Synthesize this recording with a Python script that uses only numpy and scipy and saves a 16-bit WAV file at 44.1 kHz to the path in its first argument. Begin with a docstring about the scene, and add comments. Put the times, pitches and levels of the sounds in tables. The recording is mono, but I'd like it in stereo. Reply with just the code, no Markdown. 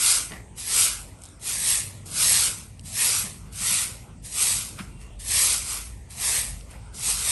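"""A short straw broom sweeps wet concrete in a walled courtyard, a few metres away.
Thousands of straw tips slip over the grit as tiny clicks that merge into a hiss; the pressed bundle
scrapes lower. Straws snap, sandals slap, a bird trills once, distant traffic rumbles and hums.
A phone's two microphone ports colour the treble and turn its phase against each other."""
import sys
import numpy as np
from scipy import signal
from scipy.fft import rfft, irfft, next_fast_len
from scipy.io import wavfile
from scipy.ndimage import uniform_filter1d, map_coordinates

SR = 44100
rng = np.random.default_rng(int(sys.argv[2]) if len(sys.argv) > 2 else 0)


def generate_wav(sig):
    """Save sig (samples, or channels by samples) to the path in sys.argv[1] as 16-bit PCM at SR."""
    pcm = np.round(np.clip(np.atleast_2d(sig).T, -1, 1) * 32767).astype(np.int16)
    wavfile.write(sys.argv[1], SR, pcm)


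N = 322371


def undb(db):
    return 10 ** (np.asarray(db) / 20)


def unit_rms(x):
    return x / np.sqrt(np.mean(x ** 2))


def over_time(table):
    """Rows of (t/s, ...) as automation curves, one value a sample."""
    times, *columns = np.transpose(table)
    return [np.interp(np.arange(N) / SR, times, c) for c in columns]


def over_hz(table):
    """Rows of (f/Hz, ...) as curves over log frequency, one value a bin."""
    hz, *columns = np.transpose(table)
    bins = np.fft.rfftfreq(next_fast_len(N), 1 / SR)
    return [np.interp(np.log(bins + 1), np.log(hz), c) for c in columns]


def equalise(x, gain):
    return irfft(rfft(x, next_fast_len(N)) * gain, next_fast_len(N))[..., :N]


def colour(x, eq):
    """Apply an EQ of (f/Hz, gain/dB) rows and bring the result to unit RMS."""
    return unit_rms(equalise(x, undb(over_hz(eq)[0])))


def click(pulses, eq):
    """Unit pulses become short clicks of peak 1, coloured by the EQ."""
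    gain = undb(over_hz(eq)[0])
    return equalise(pulses, gain / gain.mean())


def wobble(rate):
    """Random modulator: values held 1 / rate s and smoothed twice; spread near 1."""
    hold = int(SR / rate)
    steps = np.repeat(rng.standard_normal(N // hold + 1), hold)
    return 1.01 * uniform_filter1d(uniform_filter1d(steps, hold), hold)[:N]


def wander(x, per_octave, depth_db, rate):
    """Resonances and hollows come and go: a smooth random gain over pitch and time."""
    hz, t, frames = signal.stft(x, SR, nperseg=512)
    grid = np.meshgrid(per_octave * np.log2(1 + hz / 300), rate * t, indexing="ij")
    ripple = map_coordinates(rng.standard_normal((100, 400)), grid, mode="mirror")
    return signal.istft(frames * undb(depth_db * ripple), SR, nperseg=512)[1][:, :N]


def add(out, start, x):
    i = int(start * SR)
    out[i:i + len(x)] += x[:N - i]


def decay(t60):
    """A quarter-second envelope that falls 60 dB in t60 seconds."""
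    return np.exp(-np.log(1000) * np.arange(SR // 4) / SR / t60)


# EQ of the traffic bed: f/Hz, gain/dB
TRAFFIC_EQ = [(25, -23), (36, -14), (48, 8.5), (65, 4), (100, -5.5), (200, -15), (300, -19), (800, -24.5),
              (2000, -30), (4000, -39), (7000, -37.5), (8500, -33.5), (10500, -35), (11000, -44),
              (11500, -94)]
# swells of the rumble: t/s, deep level/dB, low level/dB
RUMBLE_SWELLS = [(0.0, -48, -49), (0.98, -48, -46.5), (1.2, -51, -51), (1.73, -46.5, -45.5),
                 (2.04, -54, -43.5), (2.38, -46.5, -44), (2.52, -48, -45.5), (3.18, -49, -45),
                 (3.38, -43, -44.5), (3.79, -50, -45.5), (4.34, -46, -47), (4.74, -47, -43.5),
                 (4.87, -46, -46), (5.15, -40.5, -48), (6.03, -43, -47), (6.6, -41, -46.5),
                 (6.98, -42, -46), (7.31, -42, -46.5)]
def traffic():
    """Distant traffic in three bands: deep and low rumble swell on their own, the air above rustles."""
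    deep_db, low_db = over_time(RUMBLE_SWELLS)
    gain = undb(over_hz(TRAFFIC_EQ)[0])
    # crossovers: f/Hz, power share above the deep band, power share above the low band
    above_deep, above_low = over_hz([(20, 0, 0), (80, 0, 0), (100, 1, 0), (230, 1, 0), (270, 1, 1)])
    deep, low, air = (unit_rms(equalise(rng.standard_normal((2, N)), gain * np.sqrt(share)))
                      for share in (1 - above_deep, above_deep - above_low, above_low))
    air = wander(air, per_octave=4, depth_db=3, rate=16)
    rumble = undb(deep_db) * deep + undb(low_db + 1.9 * wobble(9.1)) * low
    return rumble + undb(-53 + 1.5 * wobble(5.33)) * air


# pitch and fader of the engine: t/s, f/Hz, level/dB
ENGINE_NOTE = [(1.65, 95.7, -70), (1.8, 95.8, -47), (1.95, 102, -44), (2.08, 96.6, -54), (2.22, 104.8, -44),
               (2.33, 100.3, -51), (2.45, 99, -72)]
def engine():
    """A far engine hums for a moment: one low tone that wavers a little."""
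    hz, db = over_time(ENGINE_NOTE)
    wavering_hz = hz * (1 + 0.012 * wobble(28.2))
    return undb(db) * np.sqrt(2) * np.sin(2 * np.pi * np.cumsum(wavering_hz) / SR)


def bird(start=4.9, length=0.26, pitch_hz=2760, throb_hz=45):
    """One trill: a faint whistle, blurred by distance, that throbs unevenly."""
    place = np.clip(2 * (np.arange(N) / SR - start) / length - 1, -1, 1)  # -1 to 1 across the trill
    gate = uniform_filter1d(1. * (abs(place) < 1), size=800)
    throb = 1 + 0.5 * np.sin(2 * np.pi * np.cumsum(throb_hz * (1 + 0.298 * wobble(20))) / SR)
    whistle = np.sin(2 * np.pi * np.cumsum(pitch_hz + 55 * wobble(230)) / SR)
    arch_db = -57 - 9 * place ** 2
    return gate * undb(arch_db + 2 * wobble(270)) * throb * whistle


# sandal slaps: t/s, level/dB, crack re thud/dB, crack t60/s, scuff re crack/dB, press time/s
SLAPS = [(0.307, -42, 10, 0.022, -10, 0.0012), (0.3195, -38, 18.5, 0.014, -18, .0005),
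         (0.333, -34, 6, 0.037, -16, 0.0017), (0.351, -44.5, 12, 0.022, -4, .002),
         (3.236, -26.5, -9.5, 0.0095, 1, 0.0077), (3.604, -27.5, -8.5, 0.012, -2.5, .006),
         (3.708, -31, -14, .01, -8, 0.0051), (4.783, -41, 32, 0.059, -23, 0.018),
         (4.801, -26, -9, 0.022, -8, 0.0029), (6.728, -52, 7.5, 0.05, 1.5, 0.006)]
# modes of the sole: f/Hz, level/dB, t60/s
SOLE_MODES = [(189.5, 2.5, 0.084), (315, -2, 0.042), (1210, 1, 0.025), (1920, -10, 0.018)]
def sandals():
    """Each slap presses down, rings the sole, crunches on grit and leaves a rough, duller scuff."""
    out, t = np.zeros(N), np.arange(SR // 4) / SR
    grit_eq = [(400, -22), (750, -8), (1250, 8), (2600, 0), (3800, -6), (6200, -16.5), (10000, -31)]
    drag_eq = [(300, -3), (1100, -3.5), (2000, 2.5), (3000, -19.5)]
    grit = colour(rng.standard_normal(N), grit_eq)
    drag = colour(rng.standard_normal(N), drag_eq) * undb(3.6 * wobble(120))
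    for k, (start, db, crack_db, crack_t60, scuff_db, press) in enumerate(SLAPS):
        own = slice(k * len(t), (k + 1) * len(t))  # fresh noise for each slap
        # a slower press rings the upper modes less
        thud = sum(undb(mode_db) * np.sin(2 * np.pi * hz * t) * decay(t60) / (1 + (0.23 * hz * press) ** 2)
                   for hz, mode_db, t60 in SOLE_MODES)
        crack = decay(crack_t60) * grit[own]
        scuff = undb(scuff_db) * decay(t60=0.24) * drag[own]
        attack = (1 - np.exp(-t / press)) ** 2
        add(out, start, attack * undb(db) * (thud + undb(crack_db) * (crack + scuff)))
    return out


# snaps between strokes: t/s, level/dB, dull re bright layer/dB, burst t60/s
STRAW_SNAPS = [(1.189, -36, -12, 0.0043), (1.205, -38, -20, .005), (1.217, -34, -16, .004),
               (1.2205, -28, -17, 0.0037), (1.2368, -22.5, -20, .012), (1.242, -34, -18, .003),
               (1.2437, -31, -13, .01), (1.2545, -25, -17, .006), (1.2598, -26.5, -17, .005),
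               (1.288, -32, -20, .008), (1.398, -37, -12, .004), (2.795, -27.5, -7, .004),
               (2.811, -31, -15, .004), (5.015, -38, -3, .004), (5.136, -49, -20, .004),
               (6.61, -32, -2, 0.0044), (6.71, -28.5, -12, 0.038), (6.809, -43, -20, .004)]
# EQs of their bright and dull layers: f/Hz, gain/dB
BRIGHT_EQ = [(3000, -35), (5000, -8), (6500, 1), (9000, 5.5), (11000, 10), (11800, -39)]
DULL_EQ = [(1500, -41), (2800, 7), (5500, 2), (7500, -33)]
def snaps(strays_per_s=30):
    """Single straws or grit snap in a crisp burst and a short rustle; faint stray ticks fall at random."""
    bright = (rng.random(N) < strays_per_s / SR) * rng.standard_normal(N) * undb(-65)
    dull, rustle = np.zeros(N), undb(-30) * decay(t60=0.022)
    for start, db, dull_db, t60 in STRAW_SNAPS:
        cracks = rng.standard_normal(len(rustle))
        burst = cracks * decay(t60)
        snap = undb(db) * (burst / np.linalg.norm(burst) + cracks * rustle)
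        add(bright, start, snap)
        add(dull, start, undb(dull_db) * snap)
    return click(bright, BRIGHT_EQ) + click(dull, DULL_EQ)


def lift_off(release, fall_db_per_s, tail_db):
    """Unit gain until the straw lifts; then a fast fall, and a slower tail that lingers in the yard."""
    since = np.maximum(np.arange(N) / SR - release, 0)
    return (undb(fall_db_per_s * since) + undb(tail_db - 96 * since)) / (1 + undb(tail_db))


# strokes: touchdown t/s, touch level/dB, rest/s, build/s, full level/dB, hold/s, change over hold/dB,
# bundle re tips/dB, release slope/(dB/s), landing/s, stalks re bundle/dB
BROOM_STROKES = [(-0.1, -34, 0.0045, 0.18, -13, 0.073, -4.5, -15, -155, 0.018, -13),
                 (0.584, -32, 0.052, 0.14, -14.5, 0.072, -1.5, -15, -140, 0.029, -13),
                 (1.429, -35, 0.0036, 0.055, -23, 0.12, -3, -15.5, -140, 0.036, -9.5),
                 (1.605, -27.5, 0.0085, 0.076, -16.5, 0.065, -1.5, -16, -145, .02, -11.5),
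                 (2.061, -39.5, 0.03, .13, -15.5, 0.22, -1, -16, -140, 0.013, -10),
                 (2.86, -36.5, 0.054, 0.1, -17, 0.18, -4, -15.5, -140, 0.032, -9.5),
                 (3.527, -41, 0.0033, 0.14, -18.5, 0.15, -2.5, -13.5, -150, 0.018, -14),
                 (4.25, -36, 0.059, 0.11, -16, 0.17, -7.5, -18, -125, 0.029, -7),
                 (5.198, -36.5, 0.034, 0.12, -16, 0.18, -1, -17.5, -140, 0.011, -8.5),
                 (5.618, -36, .005, 0.081, -26.5, 0.057, -0.5, -12, -130, .02, -10),
                 (6.107, -39.5, 0.047, 0.091, -20, 0.14, 0, -14, -130, 0.019, -8.5),
                 (6.946, -39, 0.0054, 0.15, -17.5, 0.081, -10.5, -17.5, -140, 0.022, -6),
                 (7.165, -27, 0.0055, 0.064, -23.5, .09, 5.5, -15, -140, .02, -9)]
# light grazes between strokes: t/s, level/dB, bundle re tips/dB
BROOM_GRAZES = [(1.241, -46, -27), (2.794, -60, -20), (3.468, -62, 7), (4.791, -41, -3.5), (5.017, -49, -3),
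                (6.71, -49, -1)]
def stroke_envelopes(knee_time=0.66, knee_rise=0.79):
    """Gains of tips, bundle and stalks: each stroke lands, rests, builds, holds and lifts off."""
    t, tips, bundle, stalks = np.arange(N) / SR, 0, 0, 0
    for stroke in BROOM_STROKES:
        start, touch_db, rest, build, full_db, hold, change_db, bundle_db, fall, land, stalks_db = stroke
        spans = [-land, land, rest, knee_time * build, (1 - knee_time) * build, hold / 2, hold / 2]
        times = start + np.cumsum(spans)
        knee_db = touch_db + knee_rise * (full_db - touch_db)  # the push slows near its top
        end_db = full_db + change_db
        middle_db = (full_db + end_db) / 2 + 10.5 * hold  # long holds swell in the middle
        levels = [touch_db - 22, touch_db, touch_db, knee_db, full_db, middle_db, end_db]
        contact = undb(np.interp(t, times, levels, left=-200))
        tips = np.hypot(tips, contact * lift_off(times[-1], fall, tail_db=-64))
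        # the bundle leaves the ground just after the tips
        pressed = contact * undb(bundle_db) * lift_off(times[-1] + 0.0093, fall, tail_db=-4)
        bundle = np.hypot(bundle, pressed)
        stalks = np.hypot(stalks, undb(stalks_db) * pressed)
    for peak, db, bundle_db in BROOM_GRAZES:
        graze = undb(db + np.minimum(400 * (t - peak), -150 * (t - peak)))  # rise and fall in dB/s
        tips, bundle = np.hypot(tips, graze), np.hypot(bundle, undb(bundle_db) * graze)
    return tips, bundle, stalks


def slips(per_s=16000):
    """Straws let go at random moments, some harder than the rest; two rows for two parts of the bundle."""
    lets_go = rng.random((2, N)) < per_s / SR
    return lets_go * rng.standard_normal((2, N)) * undb(-0.5 * rng.exponential(size=(2, N)))


# EQs of the straw tips, the pressed bundle and the thick stalks: f/Hz, gain/dB
TIPS_EQ = [(1200, -40), (2500, -17), (3700, -14), (5000, -11), (7000, -11), (8500, -7), (9500, -4),
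           (10400, 0), (10950, -1), (11400, -8), (11700, -22), (12200, -40)]
BUNDLE_EQ = [(500, -39.5), (1000, -14.5), (1400, -0.5), (2000, 0.5), (2800, -3.5), (4000, -15.5)]
STALKS_EQ = [(150, -21), (400, -3.5), (800, -2.5), (1200, -0.5), (1800, -17.5)]
def broom():
    """Tips hiss, the pressed bundle scrapes lower, thick stalks lower still."""
    tips, bundle, stalks = stroke_envelopes()
    pressed_slips = slips()
    hiss = tips * colour(slips(), TIPS_EQ)
    scrape = bundle * colour(pressed_slips, BUNDLE_EQ) + stalks * colour(pressed_slips, STALKS_EQ)
    # faint narrow resonances shift as other straws take the load
    rasp = wander(hiss + scrape, per_octave=14, depth_db=2, rate=24)
    return undb(0.16 * wobble(60)) * rasp  # a slight stutter over the rough ground


def scene():
    """Mid and side rows: what reaches both ports alike, and what comes from the sides and the walls."""
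    spots = snaps() + sandals() + bird() + engine()
    # early bounce off the ground, then the walls
    echoes = rng.standard_normal(SR // 4) * (decay(t60=0.004) + undb(-17) * decay(t60=0.089))
    reverb = signal.fftconvolve(spots, echoes / np.linalg.norm(echoes))[:N]
    return broom() + np.array([spots, reverb]) + traffic()


# stereo image of the ports: f/Hz, left phase lead/rad, likeness/0-1, left re right/dB
PORT_IMAGE = [(60, 0, .995, 1), (200, -.2, .85, 4), (400, -.3, .5, 1.5), (800, -.9, .3, 3),
              (1100, .5, .7, 1), (1400, 1.2, .87, 0), (1650, 3.1, .92, 0), (2100, 6.1, .7, 0),
              (2500, 6.4, .8, .5), (3000, 6.8, .3, 3.5), (3800, 6.4, .85, 2), (5000, 6.7, .5, 4.5),
              (6500, 6.3, .8, 2.5), (7000, 6.6, .5, 4), (7500, 7.1, .65, 3), (8300, 6.3, .995, 0),
              (8800, 6.27, .995, 0), (9300, 4.8, .82, 0), (9800, 3.4, .92, 0), (10250, 3.14, .999, 0),
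              (10600, 2.8, .93, 0), (10900, 2.3, .8, 0), (11200, .8, .6, -.5), (11600, 0, .85, -2)]
# phase swing between the ports as the direction of arrival sways: f/Hz, swing/rad
PHASE_SWAY = [(700, 0), (1300, 1.42), (2000, 1.38), (2600, 0.79), (7000, 1.12), (8200, 0)]
def record(dry, top_hz=12100):
    """Two ports, unlike in phase and gain, turn mid and side to stereo; peaks round off, the top is cut."""
    lead, alike, balance_db = over_hz(PORT_IMAGE)
    sway, = over_hz(PHASE_SWAY)
    blend = np.clip(0.5 + 0.49 * wobble(13), 0, 1)  # crossfade between two directions
    channels = []
    for sign in (1, -1):
        port = undb(sign * balance_db / 2) * np.exp(0.5j * sign * lead)
        mid_gain = port * np.sqrt((1 + alike) / 2)
        one, other = (equalise(dry[0], mid_gain * np.exp(0.5j * sign * turn)) for turn in (sway, -sway))
        side = equalise(dry[1], sign * port * np.sqrt((1 - alike) / 2))
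        channels.append(blend * one + (1 - blend) * other + side)
    high_cut = signal.ellip(14, 0.2, 80, top_hz, fs=SR, output="sos")
    return signal.sosfilt(high_cut, np.tanh(channels))


dry = scene()
out = record(dry)
generate_wav(out)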